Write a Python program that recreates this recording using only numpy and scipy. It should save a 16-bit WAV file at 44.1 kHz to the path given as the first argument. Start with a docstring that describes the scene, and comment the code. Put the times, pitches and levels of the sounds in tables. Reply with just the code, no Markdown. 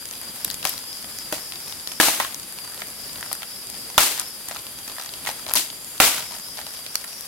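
"""Outdoors at night, a tall stick fire: splitting wood ticks and knocks, made of short fading noise.
Sealed stalks burst with a bang of ringing tones and an air thump, then hiss out steam as fading noise.
The flames flutter and rush as slowly wavering noise. Behind them crickets trill and chirp
(wavering tones and narrow noise) and katydids hiss; the loudest bangs overload the microphone."""
import sys
import numpy as np
from scipy import signal
from scipy.fft import rfft, irfft, next_fast_len
from scipy.io import wavfile
from scipy.ndimage import map_coordinates

SR = 44100
rng = np.random.default_rng(int(sys.argv[2]) if len(sys.argv) > 2 else 0)


def master(y):
    """Save y as 16-bit WAV."""
    cut = np.clip(np.atleast_2d(y).T, -1, 1)
    pcm = np.round(cut * 32767)  # scale
    wavfile.write(sys.argv[1], SR, pcm.astype(np.int16))


N = 320607  # length in samples

# Fibres snapping at the surface. 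Positive left_right_db is louder on the left.
# Columns: start_s, snap_level_db, snap_pitch_hz, left_right_db [s, relative dB, Hz, dB]
SURFACE_SNAPS = [(0.055, -13, 7000, -1), (0.111, -12.5, 6000, -2), (.446, -10, 10400, 15),
                 (.448, -2, 10500, -6), (.502, -6.5, 4260, 3), (.512, -11, 6950, 5), (0.543, -9.5, 7060, 3),
                 (.672, -7, 5900, 5), (0.694, -6, 13400, 7), (.779, -12, 4900, 3), (1.187, -11.5, 6500, 4),
                 (1.874, -7, 3940, -1), (2.345, -9, 6000, 1), (3.329, -3, 12200, 3), (3.7, -18, 8500, 11),
                 (4.197, -2.5, 8800, 5), (5.537, 2.5, 12600, 3), (6.955, 0.5, 5630, -5),
                 (7.209, -13.5, 13500, 6)]
SNAP_KNOCK_DB, SNAP_KNOCK_HZ = -35, 1770  # faint knock under a snap: dB against the snap, pitch
# Sticks splitting inside the pile.
# Columns: start_s, knock_level_db, knock_pitch_hz [s, relative dB, Hz]
DEEP_KNOCKS = [(1.045, -36.5, 1200), (1.381, -34.5, 500), (2.084, -20, 653), (2.248, -26, 1040),
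               (2.819, -26.5, 2060), (3.228, -29.5, 1730), (3.315, -29, 760), (3.431, -28.5, 3460),
               (4.511, -29.5, 735), (4.562, -31.5, 1070), (4.983, -31, 1700), (5.29, -26.5, 860),
               (5.511, -28, 700), (6.589, -31, 740)]
KNOCK_SNAP_DB, KNOCK_SNAP_HZ = 9.5, 3020  # snap on a knock: dB against the knock, pitch
# Sealed stalks bursting; the bangs, steam and torn fibres below use it too.
# Columns: start_s, snap_level_db, snap_pitch_hz, knock_level_db, knock_pitch_hz, hollow_level_db,
# hollow_pitch_hz, steam_level_db, full_flow_s, left_right_db [s, Hz, relative dB]
STALK_BURSTS = [(.652, -3, 2530, -24.5, 1300, -22.5, 617, -31, .04, 4.5),
                (1.325, -11, 10200, -25, 1110, -14.5, 546, -32, .022, 6),
                (2.0, -2.5, 2250, -13, 1550, -11, 400, -17, .054, 3),
                (2.2, -8, 1260, -18, 1010, -15, 1180, -32, 0.022, -3),
                (3.979, 4.5, 3100, -13.5, 857, -3, 1400, -17, .048, -1),
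                (5.272, -16, 2200, -24, 2360, -20, 1700, -32.5, .018, -12),
                (5.554, -6.5, 11200, -25, 1070, -29, 600, -19, .025, 11),
                (6.001, 4.5, 2400, -12.5, 1550, -4, 700, -16, .046, -7)]


def pops():
    """Surface splits are nearly all snap, deep ones mostly knock, bursts both; returns (snaps, knocks)."""
    splits = []
    for s, db, hz, pan_db in SURFACE_SNAPS:
        splits.append((s, split(db, hz, db + SNAP_KNOCK_DB, SNAP_KNOCK_HZ, pan_db)))
    for s, db, hz in DEEP_KNOCKS:
        splits.append((s, split(db + KNOCK_SNAP_DB, KNOCK_SNAP_HZ, db, hz, pan_db=1.6)))
    for s, snap_db, snap_hz, knock_db, knock_hz, *_, pan_db in STALK_BURSTS:
        splits.append((s, split(snap_db, snap_hz, knock_db, knock_hz, pan_db)))
    snaps, knocks = np.zeros((2, 2, N))
    for s, (snap, knock) in splits:
        add(snaps, s, snap)
        add(knocks, s, knock)
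    return snaps, knocks


# Tone colour of snapping fibres, shared by all ticks. Columns: pitch_hz, level_db [Hz, relative dB per Hz]
SNAP_COLOUR = [(100, -1), (600, -11), (2000, -2.5), (4000, 2.5), (8000, 0), (11500, 3.5), (15500, -2)]
# Tone colour of a knocking stick. Columns: pitch_hz, level_db [Hz, relative dB per Hz]
KNOCK_COLOUR = [(25, -33), (120, -30), (260, -4.5), (420, -14.5), (650, 1), (1800, -0.5), (3200, -5),
                (7000, -19.5)]


def split(snap_db, snap_hz, knock_db, knock_hz, pan_db):
    """A bright snap of fibres and a slower hollow knock of the stick; returns (snap, knock)."""
    heft = min(amp(knock_db + 17.5), 1)  # heavy splits run on for longer
    snap_s = .006 + .013 * heft
    knock_s, ring_db = 1.7 * snap_s, 9.5
    snap = burst(SNAP_COLOUR, snap_hz, q=2.3, ring_db=ring_db, t60=snap_s)
    knock = burst(KNOCK_COLOUR, knock_hz, q=4.5, ring_db=ring_db, t60=knock_s)
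    return amp(snap_db - 5.0) * panned(pan_db + 1.7) * snap, amp(knock_db + 7.0) * knock


def burst(spectrum, ring_hz, q, ring_db, t60):
    """A fracture: noise that starts at once and dies fast, with one resonance of the stick standing out."""
    t = np.arange(SR // 20) / SR
    fade = amp(-60 * t / max(t60, .002)) * (1 - np.exp(-t / 0.00015))

    def colour(hz):
        return shape(spectrum)(hz) * (1 + amp(ring_db) * band(ring_hz, ring_hz / q)(hz))

    x = fade * noise(colour, size=len(t))
    # each side gets the same energy, whatever the random noise was
    return np.array([unit(side) for side in x]) * np.sqrt(np.mean(fade ** 2))


# Tones (modes) that a stalk's hollow can ring at. Columns: pitch_hz, level_db [Hz, relative dB]
HOLLOW_MODES = [(245, -2), (318, 3), (490, -3.5), (605, -0.5), (767, -0.5), (1390, -1.5), (1870, 0.5)]
HOLLOW_T60_S = 0.038  # time to fall 60 dB at 500 Hz; low modes last longer
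HOLLOW_FALL_DB = 16  # per octave that a mode lies from the pitch of the hollow
# air thump: dB at a listed snap level of 0 dB, dB gained per dB of snap, time scale
THUMP_DB, THUMP_GROWS, THUMP_S = -43, 5.1, .0034


def bangs():
    """A bursting stalk shoves the air once; the modes near the pitch of its hollow ring for a few cycles."""
    out, t = np.zeros((2, N)), np.arange(SR // 10) / SR
    u = t / THUMP_S
    shove = (1 - u) * np.exp(-u)  # a push, then a gentler pull
    for s, snap_db, _, _, _, hollow_db, hollow_hz, *_ in STALK_BURSTS:
        add(out, s, amp(THUMP_DB + THUMP_GROWS * snap_db) * shove * panned(1.9))
        for hz, db in HOLLOW_MODES:
            t60 = HOLLOW_T60_S * np.sqrt(500 / hz)
            mode_db = hollow_db + db - HOLLOW_FALL_DB * abs(np.log2(hz / hollow_hz))
            swing = amp(mode_db - 60 * t / t60) * np.sin(2 * np.pi * hz * t)
            pressure = np.gradient(swing) * SR / (2 * np.pi * hz)  # follows the change of flow
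            late_s = 0.002964 * rng.random()  # modes start as the crack runs along
            add(out, s + late_s, pressure * panned(.69))
    return out


# Tone colour of the steam's hiss. Columns: pitch_hz, level_db [Hz, relative dB per Hz]
STEAM_COLOUR = [(100, -33), (300, -1.5), (450, -17.5), (700, -18.5), (1200, -22), (2000, -4.5), (4000, 1),
                (7000, 0), (10500, 0.5), (13000, -1), (15800, -10.5)]
# Tone colour of the steam's roar. Columns: pitch_hz, level_db [Hz, relative dB per Hz]
ROAR_COLOUR = [(30, -77), (130, -43), (280, -20), (420, -7), (700, -2), (1400, -0.5), (3000, -1),
               (7000, -9)]
FADE_OVER_FLOW = 10.4  # the steam's 60 dB fade time over its time at full flow
ROAR_DB, ROAR_GROWS = 7.5, 2.005  # roar at a listed knock level of 0 dB; dB gained per dB of knock


def jets():
    """Steam blows at full flow, then fades with the pressure; harder bursts add a stronger, lower roar."""
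    out, t = np.zeros((2, N)), np.arange(SR // 2) / SR
    onset = 1 - np.exp(-t / 0.00085)
    for s, _, _, knock_db, *_, steam_db, hold, _ in STALK_BURSTS:
        past_full_s = np.hypot(np.maximum(t - hold, 0), .01) - .01  # rounded corner into the fade
        flow_db = -60 * past_full_s / (FADE_OVER_FLOW * hold)
        sputter_db = .8 * wobble(130, size=len(t))
        hiss = amp(steam_db + flow_db) * noise(shape(STEAM_COLOUR), size=len(t)) * panned(2.9)
        roar_db = ROAR_DB + ROAR_GROWS * knock_db + 0.67 * flow_db - 33 * t
        roar_db = roar_db + 1.9 * wobble(72, size=len(t))
        roar = amp(roar_db) * noise(shape(ROAR_COLOUR), size=len(t))
        add(out, s, amp(sputter_db) * onset * (hiss + roar))
    return out


# Runs of small splits as sticks settle; each split is up to 6 dB above the level before tick and knock trims.
# Columns: start_s, length_s, level_db [s, s, relative dB]
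SETTLING_RUNS = [(0.626, 0.06, -30.5), (2.631, 0.18, -35.5), (3.155, 0.11, -35), (4.171, 0.049, -30),
                 (4.48, .091, -34.5), (4.85, 0.24, -33.5), (5.245, 0.069, -29), (5.459, 0.092, -29),
                 (6.177, 0.032, -31.5), (6.305, 0.062, -35.5), (6.568, 0.047, -35.5)]


def crackle(count=130, order=8):
    """Many small splits deep in the pile, duller runs where sticks settle, and fibres torn by the steam."""
    out = np.zeros((2, N))
    for when, size, bright, pitch, place in rng.random((count, 5)):
        add(out, when * N / SR, small_split(-36 + 12 * size ** 3, bright, pitch, place))
    for s, length, db in SETTLING_RUNS:
        for k, (when, size, bright, pitch, place) in enumerate(rng.random((order, 5))):
            start_s = s + length * (k + when) / order
            add(out, start_s, small_split(db + 6 * size, bright ** 3 / 2, pitch, place))
    for s, *_, steam_db, hold, _ in STALK_BURSTS:
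        for when, size, bright, pitch, place in rng.random((order, 5)):
            tear_db = steam_db - 4 + 9 * size - 9 * when
            add(out, s + 2 * hold * when, small_split(tear_db, bright, pitch, place))
    return out


def small_split(db, bright, pitch, place):
    """A thin tick and a dull little knock; bright, pitch and place run from 0 to 1."""
    tick = burst(SNAP_COLOUR, 3000 * 4 ** pitch, q=1, ring_db=16, t60=0.01)
    knock = burst(KNOCK_COLOUR, 500 * 4 ** pitch, q=2.8, ring_db=2.5, t60=0.028)
    tick = amp(db + 6.8 * (bright + 0.5)) * tick * panned(2.5 + 6 * (place - .5))
    return tick + amp(db - 3.5 - 7.3 * bright) * knock


def sparks(count=70):
    """Tiny flakes of bark flick off with very short, dry, high ticks."""
    out = np.zeros((2, N))
    for when, size, pitch, place in rng.random((count, 4)):
        db = -32 + 14 * size ** 3  # mostly faint, a few strong
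        tick = burst(SNAP_COLOUR, 7000 * 2 ** pitch, q=2, ring_db=14, t60=0.0042)
        add(out, when * N / SR, amp(db) * panned(6 * place) * tick)
    return out


# Tone colour of the bass flutter. Columns: pitch_hz, level_db [Hz, relative dB per Hz]
FLUTTER_COLOUR = [(15, -19), (35, -5.5), (80, -1), (250, 0.5), (450, -6), (1000, -19)]
# Tone colour of the rush above it. Columns: pitch_hz, level_db [Hz, relative dB per Hz]
RUSH_COLOUR = [(150, -26), (500, -0.5), (1200, -1), (2500, -1), (4200, -1), (6500, -1.5), (12000, 1),
               (15500, -6.5)]
FLUTTER_DB, RUSH_DB = -49, -39.5  # levels that the wobbles move around
# when the flutter, crackle and katydids turn quieter, and by how much for the two fire sounds
QUIETER_S, FIRE_DROP_DB = 6.73, 4


def flames():
    """Burning gas flutters in the bass and rushes evenly above it; both swell as the flames lick."""
    lick_db = 1.2 * wobble(3.4)
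    flutter_db = FLUTTER_DB + quieter(FIRE_DROP_DB) + lick_db + 1.9 * wobble(25)
    flutter = amp(flutter_db) * noise(shape(FLUTTER_COLOUR))
    rush = amp(RUSH_DB + lick_db / 2 + wobble(45)) * noise(shape(RUSH_COLOUR))
    return flutter + rush * panned(.98)


def quieter(drop_db):
    """A level change in dB that sets in at QUIETER_S and stays."""
    return -drop_db * during(QUIETER_S, np.inf, ease_s=0.12)


# Bouts of a near cricket; times are chirp middles, pitch and level are averages.
# Columns: first_chirp_s, last_chirp_s, pitch_hz, level_db [s, s, Hz, dB]
CRICKET_BOUTS = [(0.465, 1.923, 5240, -42), (3.047, 4.282, 5110, -41), (6.281, 7.166, 5460, -43)]
CHIRP_PERIOD_S, CHIRP_S, STROKES_HZ = .24, .23, 67  # rough chirp spacing, length, mean wing stroke rate


def near_cricket():
    """Each chirp is narrow noise that swells and dies while wing strokes make it throb."""
    out, t, swell = np.zeros((2, N)), *chirp_swell()
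    for first, last, hz, db in CRICKET_BOUTS:
        for s in np.linspace(first, last, round((last - first) / CHIRP_PERIOD_S) + 1):
            strokes = 1 + 0.22 * np.sin(2 * np.pi * (rng.normal(STROKES_HZ, 10.9) * t + rng.random()))
            voice = noise(band(rng.normal(hz, 70), 650), size=len(t))
            add(out, s - CHIRP_S / 2, amp(db + rng.normal()) * swell * strokes * voice * panned(4.6))
    return out


def chirp_swell():
    """Times in seconds and the half-sine swell of one chirp."""
    t = np.arange(int(CHIRP_S * SR)) / SR
    return t, np.sin(np.pi * t / t[-1])


# Single notes of a cricket with a purer voice; times are note middles.
# Columns: middle_s, pitch_hz, level_db [s, Hz, dB]
PURE_NOTES = [(.9, 4920, -41.5), (1.27, 4840, -46.5), (2.66, 4725, -43.5), (6.46, 4980, -44)]


def pure_cricket():
    """Very narrow noise sounds almost like a whistle; each note swells and dies."""
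    out, t, swell = np.zeros((2, N)), *chirp_swell()
    for s, hz, db in PURE_NOTES:
        voice = noise(band(hz, 33), size=len(t))
        add(out, s - CHIRP_S / 2, amp(db) * np.sqrt(np.abs(swell)) * voice * panned(2.8))
    return out


CHORUS_HZ, CHORUS_DB = 4823, -44.5  # the cricket chorus at rest, before its wobbles
ANSWER_DB, ANSWER_S = 1.5, 0.65  # how far the chorus swells in answer to a bout, and how slowly


def chorus():
    """Narrow noise for many crickets and a trill on each side; it swells with each near cricket's bout."""
    answer_db = ANSWER_DB * sum(during(first, last, ANSWER_S) for first, last, _, _ in CRICKET_BOUTS)
    level_db = CHORUS_DB + 1.0 * wobble(3.8) + answer_db + 1.4 * wobble(30)
    singers = np.array([trill(CHORUS_HZ, drift_hz=55, flutter_db=4) for side in "LR"])
    crowd = noise(band(CHORUS_HZ, 450))
    return amp(level_db) * unit(crowd + amp(-1) * singers) * panned(1.7)


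def trill(hz, drift_hz, flutter_db):
    """One cricket's wing tone of rms 1, wandering in pitch and strength."""
    pitch = hz + drift_hz * (wobble(5) + wobble(120)) + 35 * wobble(12)
    return unit(amp(flutter_db * wobble(45)) * np.sin(2 * np.pi * np.cumsum(pitch) / SR))


# Tone colour of the katydids' hiss. Columns: pitch_hz, level_db [Hz, relative dB per Hz]
KATYDID_COLOUR = [(7500, -19), (8500, -8), (9700, 0), (10800, 3), (12200, -3.5), (13300, -5.5),
                  (15500, -30)]
KATYDID_DB, KATYDID_DROP_DB = -40.5, 1.5  # level before the wobble and drop; size of the drop


def katydids():
    """Many rasping wings blur into a high hiss, made of wavering noise."""
    level_db = KATYDID_DB + quieter(KATYDID_DROP_DB) + 1.15 * wobble(50)
    return amp(level_db) * noise(shape(KATYDID_COLOUR)) * panned(2.9)


# Far trills; each level is the middle of a slow wobble.
# Columns: pitch_hz, width_hz, level_db [Hz, Hz, dB]
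FAR_TRILLS = [(3290, 390, -54), (3816, 31, -58.5), (7170, 580, -53.5), (8580, 250, -52.5)]


def far_insects():
    """Far trills are bands of noise that slowly rise and fall."""
    out = np.zeros((2, N))
    for hz, width_hz, db in FAR_TRILLS:
        out += amp(db + 2.3 * wobble(1.63)) * noise(band(hz, width_hz))
    return out


# How long the scattered tail takes to fall 60 dB. Columns: pitch_hz, fade_s [Hz, s]
TREE_FADE = [(200, 0.29), (2000, 0.35), (12000, 0.16)]


def trees(x):
    """Ground and trees scatter a faint, short tail: noise that fades at its own pace at each pitch."""
    hz, t, z = signal.stft(noise(np.ones_like, size=SR // 2), SR, nperseg=256)
    fade = amp(-60 * t / along(TREE_FADE, hz)[:, None])
    tail = signal.istft(z * fade, SR, nperseg=256)[1]
    return signal.fftconvolve(x, tail / np.linalg.norm(tail[0]), axes=1)[:, :N]


# How alike the left and right noise are. 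Columns: pitch_hz, likeness [Hz, 0 unrelated to 1 same]
LIKENESS = [(50, .75), (250, .86), (550, .94), (1200, .78), (2500, .3), (5000, .05)]


def noise(gain, size=N):
    """Stereo noise of rms 1 coloured by gain(Hz): alike in the bass, unrelated in the treble."""
    def mid_side_gain(hz):
        turn = np.arccos(np.clip(along(LIKENESS, hz), -1, 1)) / 2
        return gain(hz) * np.array([np.cos(turn), np.sin(turn)])

    mid, side = filtered(rng.standard_normal((2, size)), mid_side_gain)
    return unit(np.array([mid + side, mid - side]))


def filtered(x, response):
    """x times a response of frequency."""
    n = x.shape[-1]
    m = next_fast_len(n + SR // 20)
    return irfft(rfft(x, m) * response(np.fft.rfftfreq(m, 1 / SR)), m)[..., :n]


def shape(points):
    """The gain of a (Hz, dB) spectrum."""
    return lambda hz: amp(along(points, hz))


def band(centre_hz, width_hz):
    """The gain of a resonance, halved at the edges of its width."""
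    return lambda hz: 1 / (1 + ((hz - centre_hz) / (width_hz * .5)) ** 2)


def along(points, hz):
    """Read (Hz, value) points along a log axis."""
    f, v = np.transpose(points)
    return np.interp(np.log(hz + 1), np.log(f + 1), v)


def wobble(rate, size=N):
    """A smooth random curve, rate knots a second."""
    knots = rng.standard_normal(int(size * rate / SR) + 4)
    return map_coordinates(knots, [np.arange(size) * rate / SR])


def during(start_s, end_s, ease_s):
    """1 between two times and 0 outside, with ramps ease_s long."""
    t = np.arange(N) / SR
    return np.clip(.5 + np.minimum(t - start_s, end_s - t) / ease_s, 0, 1)


def amp(db):
    """Decibels to a plain factor."""
    return 10 ** (np.asarray(db) / 20)


def unit(x):
    """x scaled to rms 1."""
    return x / np.sqrt(np.mean(x ** 2) + 1e-20)


def panned(db):
    """Left and right gains for a level difference; positive is louder on the left."""
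    return amp(np.array([[db], [-db]]) / 2)


def add(track, s, sound):
    """Mix a sound into the track at time s."""
    part = track[:, max(round(s * SR), 0):][:, :sound.shape[1]]
    part += sound[:, :part.shape[1]]


def scene():
    """The fire and its echo in front, the insects behind."""
    snaps, knocks = pops()
    knocks = knocks + bangs() + amp(quieter(FIRE_DROP_DB)) * crackle()
    echo = trees(amp(-15) * snaps + amp(-11) * knocks)
    fire = snaps + sparks() + knocks + echo + jets() + flames()
    insects = near_cricket() + pure_cricket() + chorus() + katydids() + far_insects()
    return fire + insects


TOP_HZ = 15850  # band limit


def record(dry):
    """The loudest bangs clip at full scale; nothing is kept above the band limit."""
    return filtered(np.clip(dry, -1, 1), lambda hz: hz < TOP_HZ)


dry = scene()
out = record(dry)
master(out)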